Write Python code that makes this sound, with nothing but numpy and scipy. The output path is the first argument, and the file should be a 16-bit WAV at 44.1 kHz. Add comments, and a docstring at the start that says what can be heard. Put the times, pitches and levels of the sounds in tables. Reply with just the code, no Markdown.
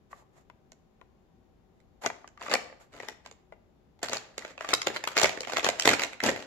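"""A foil snack bag is turned over close to the microphone, then gripped and pulled open at the top.
Fingers slide over the stiff film, its creases buckle in single snaps and runs of fine crackle,
and the slack panels flap against the air inside. The living room adds echoes and a low rumble.
Two microphone openings (ports), left and right, pick it all up, each with its own tone."""
import sys
import numpy as np
from scipy import signal
from scipy.fft import rfft, irfft
from scipy.io import wavfile
from scipy.ndimage import uniform_filter1d

SR = 44100
rng = np.random.default_rng(int(sys.argv[2]) if len(sys.argv) > 2 else 0)


def unload_audio(sound):
    """Save the sound as a 16-bit wav file, at the path given as the first command line argument."""
    columns = np.transpose(np.atleast_2d(sound))
    # keep every value between -1 and 1, then stretch to whole-number steps
    steps = np.round(np.clip(columns, -1, 1) * 32767)
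    wavfile.write(sys.argv[1], SR, steps.astype(np.int16))


N = 284886
TIME = np.arange(N) / SR
# the hands squeeze or pull the bag: start_s, length_s, crackle_db, flapping_db
GRIPS = [(2.044, 0.024, -33.5, -34.5), (2.41, 0.12, -38.5, -51), (2.51, 0.037, -27.5, -29.5),
         (2.93, 0.19, -46.5, -52), (3.255, .02, -48.5, -72), (4.036, 0.017, -30.5, -49),
         (4.12, 0.037, -31, -54), (4.23, 0.21, -60, -62), (4.385, 0.13, -45, -51.5), (4.61, 0.06, -41, -61),
         (4.695, 0.035, -30, -52), (4.87, 0.0089, -29, -30), (4.945, 0.012, -33, -52),
         (5.075, 0.052, -39, -67), (5.17, 0.091, -22, -48), (5.48, 0.068, -35.5, -48),
         (5.563, 0.029, -31, -42), (5.64, 0.039, -25.5, -39), (5.79, 0.12, -36, -47),
         (5.857, 0.081, -22, -24), (5.995, 0.053, -31.5, -42), (6.238, 0.054, -23, -20),
         (6.37, 0.063, -41, -56.5)]


def from_db(db):
    """Turn decibels into a number to multiply a sound by."""
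    return 10 ** (np.asarray(db) / 20)


def rms_one(x):
    """Scale a sound so that its average power is one."""
    return x / np.sqrt(np.mean(x ** 2) + 1e-20)


def at_hz(points, hz, column=1):
    """Read between the rows of a table, with every octave equally wide."""
    points = np.array(points)
    return np.interp(np.log(np.maximum(hz, 1)), np.log(points[:, 0]), points[:, column])


def colour(x, spectrum, size=4096):
    """Make each pitch louder or softer as a table says (a minimum-phase filter)."""
    cepstrum = irfft(np.log(from_db(at_hz(spectrum, np.fft.rfftfreq(size, 1 / SR)))))
    # folding makes the filter ring only after a sound, never before it
    cepstrum[1:size // 2] *= 2
    cepstrum[size // 2 + 1:] = 0
    response = irfft(np.exp(rfft(cepstrum)))
    return signal.fftconvolve(np.atleast_2d(x), response[None], axes=1)[:, :x.shape[-1]]


def diffuse_noise(size):
    """Stereo hiss, partly alike at both ports in the bass and unrelated in the treble."""
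    # how alike left and right are: pitch_hz, likeness (0 to 1)
    likeness = [(35, 0.41), (150, 0.62), (400, 0.35), (1000, 0.049), (2500, 0), (8000, 0)]
    mid, side = rfft(rng.standard_normal((2, size)))
    alike = at_hz(likeness, np.fft.rfftfreq(size, 1 / SR))
    return rms_one(irfft(np.sqrt(1 + alike) * mid + np.sqrt(1 - alike) * side * [[1], [-1]], size))


def hand_effort(moves, column, attack_s, settle_db,
                tighten_db=1.5, release_db_per_s=600, settle_db_per_s=115):
    """The hands take hold, tighten and let go; the crumpled film goes on settling, more faintly."""
    power = np.zeros(N)
    for move in moves:
        start, length = move[:2]
        attack = np.clip(1 + (TIME - start) / attack_s, 0, 1) ** 2
        slack = np.clip(1 - (TIME - start) / length, 0, 1)
        after = np.maximum(TIME - start - length, 0)
        release_db = np.maximum(-release_db_per_s * after, settle_db - settle_db_per_s * after)
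        power += (attack * from_db(move[column] - tighten_db * slack + release_db)) ** 2
    return np.sqrt(power)


def room_rumble(gain_db=-63.5):
    """The quiet room: a low rumble with a few faint tones, a little louder on the left."""
    # tone of the rumble: pitch_hz, level_db
    rumble_tone = [(20, -13), (55, 4.5), (110, -1.5), (220, -0.5), (305, -7), (365, -4.5), (480, -9),
                   (800, -13), (1450, -22.5), (3200, -29.5), (5800, -35), (7200, -34.5), (8500, -50.5),
                   (11500, -39.5), (15500, -46.5)]
    # steady tones: pitch_hz, level_db
    tones = [(366, -79), (770, -82.5), (3607, -98)]
    rumble = from_db(gain_db) * rms_one(colour(diffuse_noise(N), rumble_tone))
    hum = sum(np.sqrt(2) * from_db(db) * np.sin(2 * np.pi * (hz * TIME + rng.random()))
              for hz, db in tones)
    return (rumble + hum) * from_db([[2.0], [-1.5]])


def finger_slides(grain_db=0.5, catch_db=5.0, gain_db=-4.5):
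    """Skin drags over the film in countless small slips, catching and freeing as it goes."""
    # finger strokes: start_s, length_s, level_db
    strokes = [(.1, 0.098, -52.5), (.335, 0.077, -54.5), (1.73, 0.074, -74.5), (2.02, 0.043, -33.5),
               (2.41, 0.12, -53), (2.8, 0.043, -52), (2.925, 0.11, -54), (4.033, 0.12, -54)]
    # tone of skin on film: pitch_hz, level_db
    skin_tone = [(200, -12.5), (700, 13.5), (1300, 9.5), (2500, 0.5), (5000, -5.5), (7500, -2.5),
                 (12000, -6.5), (16000, -16)]
    grain, catch = (np.interp(TIME * per_s, np.arange(7 * per_s), rng.standard_normal(7 * per_s))
                    for per_s in (900, 60))
    slips = diffuse_noise(N) * from_db(grain_db * grain + catch_db * catch)
    effort = hand_effort(strokes, column=2, attack_s=.01, settle_db=-22.5)
    return rms_one(colour(slips, skin_tone)) * effort * from_db(gain_db)


CREASE_RUN_S = .002   # time a crease takes to cross one small flat patch of film


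def film_pop(main_hz, body_db, crack_db, main_octaves=0.12, ring_s=0.0023, uneven_db=3.5,
             port_lag_s=.0001, count=72, size=1100):
    """A patch of film flips over and rings briefly at many pitches (modes), most near its main one."""
    # tone of the film: pitch_hz, level_db
    film_tone = [(90, -18.5), (250, -7), (600, 4), (1000, 1), (2000, 0.5), (3000, -2), (5000, -7.5),
                 (7000, -10.5), (12000, -19.5), (16000, -25.5)]
    spread = (np.arange(count) + rng.random(count)) / count
    hz = (np.sqrt(130) + (np.sqrt(16000) - np.sqrt(130)) * spread) ** 2
    hz[np.argmin(np.abs(hz - main_hz))] = main_hz
    near_main = 1 / (1 + (np.log2(hz / main_hz) / main_octaves) ** 2)
    stretch = np.exp(0.74 * (1 - near_main) * rng.standard_normal(count) + 0.43 * near_main)
    decay_s = ring_s * (hz / 1000) ** -0.25 * stretch
    main_db = 9.5 + 0.52 * np.clip(-crack_db, 0, 20)   # a soft push leaves little but a hollow pop
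    tilt_db = at_hz([(500, body_db), (1200, 0), (2000, 0), (4500, crack_db)], hz)
    mode_db = at_hz(film_tone, hz) + tilt_db + main_db * near_main
    mode_db += uneven_db * (1 - near_main) * rng.standard_normal(count)
    strength = from_db(mode_db) * np.sqrt(np.sqrt(hz) / decay_s)
    # the modes start one after another as the crease runs across
    age = np.maximum(np.arange(size) / SR - CREASE_RUN_S * rng.beta(2, 2, count)[:, None], 0)
    envelope = strength[:, None] * np.exp(-age / decay_s[:, None]) * (1 - np.exp(-2 * age * hz[:, None]))
    modes = envelope * np.exp(2j * np.pi * (hz[:, None] * age + rng.random((count, 1))))
    # the left port is nearer, and short waves spread differently towards each port
    skew = np.pi * hz * port_lag_s + 0.86 * np.sqrt(hz / 5000) * rng.standard_normal(count)
    ports = np.exp(1j * skew * [[1], [-1]])
    # low body, middle and high crack each take their share of the energy
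    out, grid_hz = 0, np.arange(100, 16000, 50)
    film_power = from_db(at_hz(film_tone, grid_hz)) ** 2
    zone, grid_zone = np.digitize(hz, [800, 3000]), np.digitize(grid_hz, [800, 3000])
    for k, level_db in enumerate((body_db, 0, crack_db)):
        part = (ports[:, zone == k] @ modes[zone == k]).real
        share = film_power[grid_zone == k].sum() / film_power[grid_zone == 1].sum()
        out = out + rms_one(part) * np.sqrt(share) * from_db(level_db)
    return out


def add(track, sound, start_s):
    """Mix a stereo sound into a track at the given time."""
    start = int(np.clip(start_s * SR, 0, N - 1))
    track[:, start:start + sound.shape[1]] += sound[:, :N - start]


def crease_snaps(gain_db=-8.0):
    """Each large crease buckles with a pop of its own."""
    # large creases: start_s, level_db, pitch_hz, body_db (extra below 800 Hz),
    # crack_db (extra above 3000 Hz), left_minus_right_db
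    creases = [(0.129, -35.5, 1137, -8.5, -52, 0.5), (.223, -58, 870, 6.5, -20, 1.5),
               (.499, -47, 964, -12, -12.5, 9), (.719, -54, 6720, 2.5, 8.5, 2),
               (1.013, -48.5, 1040, -4.5, -12.5, 7.5), (1.802, -67.5, 435, -10, 3, -4),
               (2.049, -30, 850, -9, -28, 14), (2.061, -22, 6140, 1.5, 1, 2.5),
               (2.101, -29.5, 846, -4, -15, 6), (2.244, -43, 1170, 0, -28, 0),
               (2.276, -47, 6170, -4, 1.5, -1), (2.375, -45.5, 1170, -17, -9.5, 4.5),
               (2.416, -34.5, 1024, -13, -13, 2), (2.465, -34.5, 1190, -20, -13, 2),
               (2.483, -31, 1185, -2, -15, -3), (2.514, -24.5, 617, 2, -3, 6.5),
               (2.522, -28, 1250, -12, -10, 7), (2.538, -18.5, 1810, 1.5, 4, 0.5),
               (2.553, -22.5, 2284, 0, -16, 8), (2.698, -48, 1890, -15, -16, -3),
               (2.726, -48, 553, 5, -31, -5.5), (3.001, -34.5, 1970, -1.5, -11, 6),
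               (3.032, -40, 795, 4.5, -7, -1), (3.085, -31, 1900, -6, -1, 5.5),
               (3.261, -41.5, 1020, -5.5, 1, 0.5), (3.312, -49.5, 6820, 3.5, 4.5, -0.5),
               (3.523, -46.5, 647, 6.5, -13, 5.5), (3.991, -60, 835, 3, 1, 3),
               (4.030, -30, 7240, 3.5, 6, 1.5), (4.085, -33, 4360, -7, 2.5, 1),
               (4.095, -38.5, 4300, 9, 7, 3), (4.132, -26.5, 6990, -0.5, 4.5, 3.5),
               (4.152, -35, 2980, 2.5, 0, 3), (4.169, -35, 4430, -8, 8.5, -1),
               (4.380, -33.5, 2180, 2.5, 6, -1), (4.422, -40, 2000, -20, -12, 9),
               (4.449, -34.5, 633, 0.5, -4.5, -1), (4.578, -37, 2680, -2, -8, 0),
               (4.608, -29.5, 633, -0.5, -9.5, 1.5), (4.646, -29.5, 1176, -4, -10.5, 2.5),
               (4.689, -30.5, 3500, 1.5, 4, -1), (4.733, -16.5, 3960, -7.5, -19, 6),
               (4.737, -23.5, 3870, 0, 13.5, 1), (4.817, -28.5, 5230, -27, 5, 2),
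               (4.870, -21.5, 3610, 4, 3.5, 1), (4.901, -32.5, 1700, 3, -12, 5),
               (4.962, -27, 4440, -4.5, -2, -3), (4.968, -35, 3930, -19, 2, 14),
               (5.039, -27, 1694, -3.5, -2.5, 2), (5.074, -24, 3280, -8, 1.5, 4),
               (5.168, -18, 1470, -9.5, -3.5, 4), (5.177, -22, 4630, -1.5, 4.5, 2.5),
               (5.185, -24.5, 4100, 0, 6.5, -6), (5.215, -24.5, 3260, 3, 6.5, -6.5),
               (5.233, -29, 7800, 9.5, 14.5, 10), (5.243, -15.5, 2250, 1.5, -3.5, -2),
               (5.293, -27.5, 2530, 3.5, 0.5, -0.5), (5.374, -34.5, 1840, 5, -5, -0.5),
               (5.406, -38.5, 5950, 8.5, 12, 2.5), (5.432, -33.5, 2340, -6, -4.5, -4.5),
               (5.449, -39.5, 2610, -14, -4, 16), (5.472, -34, 730, 5, -6, -6), (5.496, -34, 665, 0, -5, 3),
               (5.521, -31.5, 1510, 2, -3, -5), (5.534, -30.5, 4180, 5.5, 2.5, -0.5),
               (5.564, -28.5, 2080, -20, -5, -7), (5.569, -20.5, 3410, -6.5, 0.5, 1.5),
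               (5.583, -30, 640, 8, 2, 3), (5.595, -26, 3330, -20, -2, 3), (5.645, -23, 4120, 3.5, 6, 3.5),
               (5.665, -19.5, 1610, -2, -7, 2), (5.688, -20, 694, 4.5, 1.5, -2.5),
               (5.797, -26, 5500, -16, 9.5, -1.5), (5.822, -30, 2780, -9, 8.5, -1.5),
               (5.855, -18, 2070, -7, 3, 1.5), (5.875, -13.5, 2064, 0.5, 3, -0.5),
               (5.891, -17, 2140, -2.5, 3, -1.5), (5.913, -30, 2170, -2, -3, -8),
               (5.932, -19.5, 1390, -16, -15, 3), (5.995, -23.5, 2610, -8, -1, 4),
               (6.019, -25.5, 2060, -4, 0, -2), (6.035, -23.5, 2100, -5.5, 3, -0.5),
               (6.131, -38.5, 2250, -7, -1.5, 0), (6.203, -25, 2085, -15.5, -9, 2),
               (6.237, -31.5, 435, 9.5, 8.5, 10), (6.262, -34, 433, 11.5, 12.5, 2),
               (6.287, -19.5, 1885, 4.5, -21, 0), (6.314, -41, 420, 14.5, 6.5, 5),
               (6.361, -32.5, 673, -1, -5.5, 2.5)]
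    out = np.zeros((2, N))
    for start_s, level_db, pitch_hz, body_db, crack_db, pan_db in creases:
        gains = from_db(level_db + gain_db + np.array([[pan_db], [-pan_db]]) / 2)
        add(out, film_pop(pitch_hz, body_db, crack_db) * gains, start_s - CREASE_RUN_S / np.pi)
    return out


def fine_crackle(per_s=620, size_db=4.0, even_s=0.032, firm_db=-30, gain_db=-3.5, count=48):
    """Tiny creases pop at random, many weak, a few strong; a harder grip is louder and crisper."""
    pitches, tints_db = np.geomspace(500, 7500, count), 1.5 * rng.standard_normal((count, 2))
    shapes = [film_pop(hz, body_db - 2, crack_db - .5)
              for hz, (body_db, crack_db) in zip(pitches, tints_db)]
    starts = np.flatnonzero(rng.random(N) < per_s / SR)
    sizes = from_db(size_db * np.minimum(rng.exponential(1, N), 4))
    picks = rng.integers(0, count, N)
    pops = np.zeros((2, N))
    for i in starts:
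        add(pops, shapes[picks[i]] * sizes[i], i / SR)
    # even out the stream so that the hands set its loudness
    power = uniform_filter1d(np.mean(pops ** 2, axis=0), int(even_s * SR) + 1)
    pops /= np.sqrt(np.abs(power) + 1e-6)
    effort = hand_effort(GRIPS, column=2, attack_s=0.025, settle_db=-11)
    dull = signal.sosfilt(signal.butter(1, 2500, fs=SR, output="sos"), pops)
    crispness = np.clip((effort / from_db(firm_db)) ** 0.15, .5, 2)
    return (dull + crispness * (pops - dull)) * effort * from_db(gain_db)


def panel_flaps(per_s=260, gain_db=-8.0):
    """The slack panels jerk against the air in the bag: soft, low pushes."""
    # tone of a panel: pitch_hz, level_db
    panel_tone = [(40, -19), (80, -7), (125, -2.5), (170, -12), (225, 6), (450, 1), (650, 2), (900, -17),
                  (2000, -39)]
    jerks = (rng.random(N) < per_s / SR) * rng.standard_normal(N)
    effort = hand_effort(GRIPS, column=3, attack_s=.016, settle_db=-12)
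    return rms_one(colour(jerks, panel_tone)) * effort * from_db(gain_db)


def standing_waves(t, fade_60_db_s=0.3):
    """The room's own low notes hum on briefly, the same at both ports."""
    # the room's notes: pitch_hz, level_db
    notes = [(123, -18), (233, -24), (300, -18), (433, -22)]
    fade = np.exp(-np.log(1000) * t / fade_60_db_s)
    return sum(from_db(db) * np.cos(2 * np.pi * hz * t) for hz, db in notes) * fade / np.linalg.norm(fade)


def room_echoes(x, build_s=0.0073, smear_s=0.00013, size=32768, bands=9):
    """Sound bounces off nearby surfaces, then leaves a tail that dies fastest in the high treble."""
    # the room's tail: pitch_hz, fade_60_db_s, level_db
    tail = [(100, 0.24, 0), (260, 0.59, -10), (700, 0.57, -10), (1840, 0.44, -11.5), (4860, 0.49, -12.5),
            (12800, 0.15, -11)]
    # bounces off nearby surfaces: delay_s, level_db
    bounces = [(.0064, -17.5), (.0115, -15), (.0142, -23), (.0345, -35.5), (0.0418, -28)]
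    t, hz = np.arange(size) / SR, np.fft.rfftfreq(size, 1 / SR)
    noise, response = rfft(diffuse_noise(size)), np.zeros((2, size))
    centres = np.geomspace(60, 15000, bands)
    for centre, weights in zip(centres, np.eye(bands)):
        band = irfft(noise * at_hz(np.c_[centres, weights], hz))
        fade = np.exp(-np.log(1000) * t / at_hz(tail, centre)) * (1 - np.exp(-t / build_s))
        response += band * fade / np.linalg.norm(fade) * from_db(at_hz(tail, centre, column=2))
    for delay_s, level_db in bounces:
        smear = diffuse_noise(size) * (t > delay_s) * np.exp(-np.abs(t - delay_s) / smear_s)
        response += smear / np.linalg.norm(smear[0]) * from_db(level_db)
    return signal.fftconvolve(x, response + from_db(-9.5) * standing_waves(t), axes=1)[:, :N]


def scene(lowest_hz=72):
    """The bag and its room, heard through two ports that each favour their own pitches."""
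    # the bag is drawn back from the microphone, so the echoes gain on it: time_s, echo_gain_db
    drawn_back = [(2.15, -4), (2.6, 0)]
    # tone of each port: pitch_hz, gain_db
    left_port = [(100, -1.5), (600, 1.5), (1350, -0.5), (1700, -5.5), (3600, -2.5), (4700, 0.5), (7000, -2),
                 (8000, -17), (9100, -14), (9800, -2), (10700, -10), (11700, 2.5), (12900, -20),
                 (16000, -32)]
    right_port = [(100, -4.5), (600, 1), (1100, -7.5), (2050, 3), (2900, -2), (3600, -2.5), (5000, -3.5),
                  (6000, -3.5), (7000, 5.5), (7700, 2), (8700, -16.5), (9700, -16.5), (11900, -7),
                  (13000, -14)]
    bag = crease_snaps() + fine_crackle() + panel_flaps() + finger_slides()
    # a small bag gives off no deep bass
    bag = signal.sosfilt(signal.butter(2, lowest_hz, "high", fs=SR, output="sos"), bag)
    echo_gain = from_db(np.interp(TIME, *np.transpose(drawn_back)))
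    left, right = bag + room_echoes(bag * echo_gain)
    return np.vstack([colour(left, left_port), colour(right, right_port)]) + room_rumble()


def record(dry, cutoff_hz=15900):
    """The highest treble is cut off steeply."""
    return signal.sosfilt(signal.ellip(10, .2, 80, cutoff_hz, fs=SR, output="sos"), dry)


dry = scene()
out = record(dry)
unload_audio(out)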